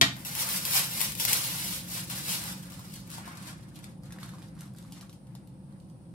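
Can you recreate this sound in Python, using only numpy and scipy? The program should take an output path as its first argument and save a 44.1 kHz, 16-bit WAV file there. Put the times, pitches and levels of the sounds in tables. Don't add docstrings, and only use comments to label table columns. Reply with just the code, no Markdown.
import sys
import numpy as np
from scipy import signal
from scipy.io import wavfile
from scipy.ndimage import uniform_filter1d, map_coordinates

SR = 44100
rng = np.random.default_rng(int(sys.argv[2]) if len(sys.argv) > 2 else 0)


def unload_audio(sound):
    columns = np.transpose(np.atleast_2d(sound))
    steps = np.round(np.clip(columns, -1, 1) * 32767)
    wavfile.write(sys.argv[1], SR, steps.astype(np.int16))


N = 270757

# peak t/s, swell/s, hold/s, crackle level/dB before later gains,
# dull crease level/dB above the crackle
GRIPS = [(.17, .05, 0, -59.5, 4.5), (0.252, .005, 0.0029, -34.5, -17), (0.398, 0.11, 0, -29.5, -15),
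         (0.549, 0.32, 0.0093, -29.5, -15), (0.659, 0.011, 0, -31.5, -13.5), (0.76, 0.13, 0.0077, -22, -20),
         (0.907, 0.037, 0.049, -37, -17.5), (1.028, 0.18, 0, -28, -25.5), (1.21, 0.067, 0.0019, -28, -28),
         (1.279, 0.029, 0.07, -27, -19), (1.413, 0.16, 0.33, -34, -20.5),
         (1.949, 0.17, 0.023, -33.5, -17.5), (2.101, .03, 0, -33.5, -12), (2.179, .15, 0, -35, -16.5),
         (2.318, 0.12, 0, -27.5, -20), (2.466, 0.45, 0.028, -37.5, -11.5), (2.716, .3, 0.012, -50, -6),
         (2.849, 0.19, 0, -48, -8.5), (2.958, 0.11, 0, -43.5, -15.5), (3.13, 0.089, 0, -41, -9.5),
         (3.176, .1, 0, -52.5, -1), (3.275, 0.13, 0.021, -49.5, 1), (3.377, .1, 0, -55.5, 3.5),
         (3.474, 0.19, 0.022, -45.5, -5), (3.58, .1, .08, -62, -3), (3.768, 0.11, 0.017, -56, -4),
         (3.833, .03, 0.038, -54.5, -3.5), (4.046, 0.037, .03, -59.5, -2.5),
         (4.125, .03, 0.0033, -54, -1.5), (4.229, .08, 0.005, -49, -4), (4.3, .1, 0.18, -60, -2),
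         (4.612, 0.15, 0.042, -59.5, -0.5), (4.768, .04, 0.036, -58.5, -6), (4.845, .03, .03, -64, 0),
         (4.93, 0.021, 0, -50.5, -12), (5.01, 0.012, 0, -56, -1), (4.97, .04, 0, -59, 2),
         (5.095, .01, 0, -61.5, -15), (5.129, .02, 0, -62, -11), (5.283, .05, .04, -71.5, 3),
         (5.36, .02, 0, -69, 3), (5.48, .02, 0, -68.5, -16.5), (5.701, 0.049, 0.046, -78.5, 8),
         (5.812, .02, 0.019, -69, -10)]
# t/s, lead of the left microphone/samples (negative: the right hears it first)
LEFT_LEAD = [(0, 17.5), (3.9, 16), (4.2, -3), (5.4, 3.5), (5.8, -13)]
# f/Hz, relative density/dB per Hz
LOOSE_FILM = [(290, -38.5), (500, -4.5), (710, -13.5), (898, -6.5), (1280, -10.5), (2260, -2.5),
              (4970, 0.5), (6960, -2.5), (12100, 4), (14500, 2.5), (15800, -1), (16500, -37)]
# f/Hz, relative density/dB per Hz
TIGHT_FILM = [(1180, -37.5), (2000, -9), (3340, -0.5), (4550, 0), (6360, -4), (8290, -1.5), (12100, -2),
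              (14600, -9), (16500, -58.5)]
FILLED_S = 3.21
SPACING = 19


def gain_of(db):
    return 10 ** (np.asarray(db) / 20)


def evened(x):
    return x / np.sqrt(np.mean(x ** 2) + 1e-20)


def read(points, hz):
    f, value = np.transpose(points)
    return np.interp(np.log(hz + 1), np.log(f + 1), value)


def track(rows):
    t, value = np.transpose(rows)
    return np.interp(np.arange(N) / SR, t, value)


def coloured(x, points):
    spectrum_db = read(points, abs(np.fft.fftfreq(4096, 1 / SR)))
    log_gain = np.log(gain_of(np.maximum(spectrum_db, -100)))
    taps = np.fft.ifft(np.exp(np.conj(signal.hilbert(log_gain)))).real[:2048]
    return signal.oaconvolve(np.atleast_2d(x), taps[None], axes=1)[:, :N]


def rustle():
    # f/Hz, relative density/dB per Hz
    crease_spectrum = [(300, -32.5), (600, -6.5), (950, -1), (1500, 1.5), (2400, -4.5), (3500, -14.5),
                       (5500, -40)]
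    t = np.arange(N) / SR
    level_db = handling(fade_db_per_s=159.5, still_db=-90, share_db=0)
    crease_db = handling(fade_db_per_s=135, still_db=-78, share_db=np.transpose(GRIPS)[4])
    busy = np.clip(gain_of(.6 * (level_db + 37.5)), .12, 1)
    clicks = crackle(9000 * busy, spread_db=2.0, clump_db=1.5 + 2.9 * (1 - busy))
    dull_clicks = crackle(1200 + 4000 * busy, spread_db=2.5, clump_db=2.5)

    tight = 1 / (1 + np.exp((FILLED_S - t) / 0.66))
    loose_film = evened(coloured(clicks, LOOSE_FILM)[0])
    tight_film = evened(coloured(clicks, TIGHT_FILM)[0])
    film = (1 - tight) * loose_film + tight * tight_film
    creases = evened(coloured(0.1 * evened(clicks) + evened(dull_clicks), crease_spectrum)[0])
    return gain_of(-4.6 * tight) * (gain_of(level_db) * film + gain_of(crease_db) * creases)


def handling(fade_db_per_s, still_db, share_db):
    lifted_s, lifted_fade = 3.3, 1.64
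    t = np.arange(N // 32 + 2)[:, None] * 32 / SR
    peak, swell, hold, db = np.transpose(GRIPS)[:4]
    rise_db = np.minimum(22 * (t - peak) / np.maximum(swell, .004), 0)
    fade = fade_db_per_s * np.where(peak > lifted_s, lifted_fade, 1)
    fall_db = fade * np.maximum(t - peak - abs(hold), 0)
    power = (gain_of(db + share_db + rise_db - fall_db) ** 2).sum(1)
    level_db = 10 * np.log10(power + gain_of(still_db) ** 2)
    return np.interp(np.arange(N) / SR, t[:, 0], level_db)


def crackle(per_s, spread_db, clump_db):
    clumps = evened(uniform_filter1d(rng.standard_normal(N), size=260))
    size = gain_of(spread_db * np.minimum(rng.exponential(1, N), 4) + clump_db * clumps)
    happens = rng.random(N) < per_s / SR
    return size * rng.standard_normal(N) * happens / np.sqrt(per_s)


def snaps():
    # t/s, bright tick peak level/dB before panning, ring level/dB above the tick, ring f/Hz
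    clear_snaps = [(.166, -37, -5, 1800), (.2493, -27.5, -11, 2280), (.3511, -19, -19, 2280),
                   (.4893, -20, -9, 1560), (.6519, -18, -30, 2320), (.7093, -18, -15, 1720),
                   (1.0056, -18, -14, 840), (1.0136, -12.5, -16, 1090), (1.1194, -27, -25, 1770),
                   (1.1515, -23, -28, 2400), (1.1747, -32, -25, 2360), (1.1987, -20, -4, 2600),
                   (1.2506, -11.5, -21, 2070), (1.2965, -18.5, -5, 2200), (1.3304, -9, -14, 2270),
                   (1.8991, -34, -23, 848), (2.0991, -26, -19, 1910), (2.4379, -26, -17, 2310),
                   (2.7207, -36, -26, 923), (2.7935, -40.5, 3, 990), (2.9208, -38, -20, 890),
                   (2.9387, -32, -23, 900), (3.0754, -44, -9, 958), (3.1018, -36, -9, 1730),
                   (3.1154, -36, -6, 1630), (3.1494, -48, 8, 921), (3.1824, -36.5, 5, 905),
                   (3.2774, -37.5, 7.5, 970), (3.3717, -36, -11, 980), (3.4794, -45, 9, 956),
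                   (3.5294, -46, 6, 1100), (3.7893, -40, -4, 921), (3.8417, -35, -5, 2330),
                   (4.0342, -45, -4, 1290), (4.1065, -48.5, 9, 1800), (4.1225, -36, -11, 1000),
                   (4.1630, -51, 8, 1300), (4.1724, -55, 11, 923), (4.1862, -43.5, 8.5, 1740),
                   (4.2308, -30.5, -3.5, 1260), (4.2594, -45, 2, 845), (4.2911, -41, 1, 1560),
                   (4.3364, -45.5, 7, 1070), (4.3504, -50, -3, 1000), (4.3844, -48, 4, 1040),
                   (4.4200, -43.5, -1, 1800), (4.4258, -43, -3, 826), (4.5516, -52, -15, 950),
                   (4.5664, -57, 9, 1370), (4.5774, -56, 5, 900), (4.59, -49, -5, 960),
                   (4.6074, -37, -13, 1030), (4.6184, -43.5, 2, 1400), (4.6554, -52, 7, 1170),
                   (4.7486, -52, 3, 1540), (4.7621, -50, -5, 837), (4.7845, -41, -11, 1360),
                   (4.8254, -45, -6, 890), (4.8494, -53, 8, 1150), (4.9220, -35.5, -9, 830),
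                   (4.9744, -47, 0, 1180), (5.01, -37, -11, 840), (5.0274, -46, 4, 1200),
                   (5.0943, -43, -6, 1180), (5.1277, -42.5, -10, 840), (5.2694, -53, -10, 834),
                   (5.3512, -38.5, -4.5, 855), (5.4735, -49, -13, 831), (5.7244, -55, -7, 912),
                   (5.8002, -53, -20, 867), (5.8985, -53.5, -4, 915)]
    out = np.zeros((2, N + 600))
    t = np.arange(600) / SR
    envelope = np.exp(-t / 0.0017) - np.exp(-t / 0.00075)
    rows = clear_snaps + faint_snaps()
    pan_db = 0.46 * track(LEFT_LEAD)
    for (s, db, ring_db, hz), burst in zip(rows, rng.standard_normal((len(rows), 600))):
        at = round(s * SR)
        tick = coloured(burst * envelope, LOOSE_FILM if s < FILLED_S else TIGHT_FILM)[0, :600]
        sound = tick / abs(tick).max() + gain_of(ring_db) * ring(hz, cycles=1.67)
        side_db = .5 * pan_db[at] * np.array([[1], [-1]])
        out[:, at:at + 600] += gain_of(db + side_db) * sound
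    return out[:, :N]


def faint_snaps(count=36):
    from_s, to_s = 4.1, 5.1
    when, size, dull, pitch = rng.random((count, 4)).T
    s = from_s + when * (to_s - from_s)
    tick_db = -58.5 + 7 * (2 * size - 1)
    ring_db = -2 + 8 * (2 * dull - 1)
    ring_hz = 1040 * 2 ** (pitch - .5)
    return list(zip(s, tick_db, ring_db, ring_hz))


def ring(hz, cycles):
    turns = np.arange(600) * hz / SR
    return np.sin(2 * np.pi * turns) * np.exp(-turns / cycles) * (1 - np.exp(-turns / 0.24))


def knock():
    # f/Hz, level/dB relative, t60/s
    bowl_modes = [(132, -1.5, .15), (188.8, 0.5, 0.15), (264, -6.5, 0.18), (676.3, -4, 0.086),
                  (1190, -8.5, .13), (1526, -8.5, .1), (1894, 1.5, 0.1), (2110, -7, 0.16), (2360, -3, .12),
                  (3080, -5, 0.08), (3670, -2.5, .12), (4560, -15, 0.077), (5100, -15.5, .1)]
    # f/Hz, relative density/dB per Hz
    crack_spectrum = [(80, -39.5), (130, -5.5), (260, -9), (420, -18.5), (860, -6.5), (2400, -5.5),
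                      (3400, -2.5), (4600, -2.5), (5800, -11), (13000, -15), (16500, -48.5)]
    start_s, ring_db, crack_db = .0132, -24.5, -12.5
    t = np.maximum(np.arange(SR) / SR - start_s, 0)
    onset = 1 - np.exp(-t / 0.00011)
    rattle = uniform_filter1d(rng.standard_normal((len(bowl_modes), 2, SR)), size=300, axis=2)
    bowl = np.zeros(SR)
    for (hz, db, t60), (a, b) in zip(bowl_modes, rattle):
        envelope = gain_of(db - 60 * t / t60) * (1 - np.exp(-t * hz / 0.69))
        roughness = 1 + 0.2 * (evened(a) + 1j * evened(b))
        bowl += envelope * (np.exp(2j * np.pi * hz * t) * roughness).imag
    noise = evened(coloured(rng.standard_normal(SR), crack_spectrum)[0, :SR])
    crack = noise * (np.exp(-t / 0.0026) + 0.252 * np.exp(-t / 0.027))
    return np.pad(onset * (gain_of(ring_db) * bowl + gain_of(crack_db) * crack), (0, N - SR))


def placed(pair):
    n, lead = np.arange(N), track(LEFT_LEAD)
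    treble = signal.sosfilt(signal.butter(1, 9000, "high", fs=SR, output="sos"), pair)
    shade = np.clip(.4 * np.array([-lead, lead]) / SPACING, 0, 1)
    pair = pair - shade * treble
    left = map_coordinates(pair[0], [n + lead / 2], order=3)
    right = map_coordinates(pair[1], [n - lead / 2], order=3)
    return np.array([left, right])


def kitchen(x, count=16):
    turn = np.arange(N) / 900
    out = np.zeros((2, N))
    for k in range(count):
        share = np.cos(np.pi / 2 * np.clip((turn - k) % count - 1, -1, 1))
        out += signal.oaconvolve((x * share)[None], reflections(), axes=1)[:, :N]
    return out


def reflections():
    # f/Hz, t60/s
    decay_times = [(150, 0.39), (1000, 0.33), (3000, 0.32), (8000, 0.26), (15000, 0.05)]
    at = np.arange(100, 20000, 20) + rng.integers(0, 20, 995)
    sign = rng.choice([-1., 1.], 995)
    lead = np.round(rng.uniform(-SPACING, SPACING, 995)).astype(int)
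    taps = np.zeros((2, 20100))
    np.add.at(taps[0], at, sign)
    np.add.at(taps[1], at + lead, sign)
    hz, t, z = signal.stft(taps, SR, nperseg=256)
    decay = gain_of(-60 * t / read(decay_times, hz)[:, None])
    counter = 1 + 1.64 * np.exp(-t / 0.013)
    tail = signal.istft(z * decay * counter, SR, nperseg=256)[1]
    return tail / np.linalg.norm(tail[0])


def appliance_hum():
    # f/Hz, relative density/dB per Hz
    hum_spectrum = [(20, -34.5), (42, -29.5), (60, -6.5), (82, -18.5), (100, -9), (126, -2), (150, -4.5),
                    (184, -1), (230, -14.5), (260, -14.5), (320, -14.5), (440, -33), (526, -19.5),
                    (600, -29.5), (900, -29.5), (1500, -45.5), (2500, -66.5)]
    # t/s, level/dB
    hum_level = [(0, -44), (2.44, -43), (2.8, -45), (4.4, -45), (5.2, -47), (6.14, -47)]
    return gain_of(track(hum_level)) * diffuse(hum_spectrum, patchy_db=0.5)


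def hiss():
    # f/Hz, relative density/dB per Hz
    hiss_spectrum = [(800, -27.5), (1300, -2), (2000, -10), (2500, -8.5), (5000, -7), (7200, -15.5),
                     (8100, -5.5), (9800, 2), (10600, -16), (12000, -19.5), (14500, -15), (15800, -30.5)]
    return gain_of(-69.5) * diffuse(hiss_spectrum, patchy_db=2.0)


def diffuse(points, patchy_db):
    frames, hz = N // 1024 + 5, np.fft.rfftfreq(4096, 1 / SR)
    a, b, c, d, patches = rng.standard_normal((frames, 2049, 5)).T
    patches = uniform_filter1d(patches, size=2, axis=1)
    patches = evened(uniform_filter1d(patches, size=8, axis=0))
    same = 0.96 * np.sinc(2 * hz * SPACING / SR)[:, None]
    left = a + 1j * b
    right = same * left + np.sqrt(1 - np.minimum(same ** 2, 1)) * (c + 1j * d)
    z = np.array([left, right]) * gain_of(read(points, hz)[:, None] + patchy_db * patches)
    return evened(signal.istft(z, nperseg=4096, noverlap=3072)[1][:, :N])


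def scene():
    bag, creases, blow = rustle(), snaps(), knock()
    direct = bag * gain_of([[-2.5], [-4.]]) + creases + blow * gain_of([[3.5], [-.4]])
    sent = gain_of(1) * bag + gain_of(-4) * creases.mean(0) + gain_of(-.5) * blow
    return placed(direct) + kitchen(sent) + appliance_hum() + hiss()


def record(dry):
    lean = signal.sosfilt(signal.butter(2, 45, "high", fs=SR, output="sos"), dry)
    low_pass = signal.firwin(511, 15900, window=("kaiser", 9), fs=SR)
    return signal.oaconvolve(lean, low_pass[None], "same")


dry = scene()
out = record(dry)
unload_audio(out)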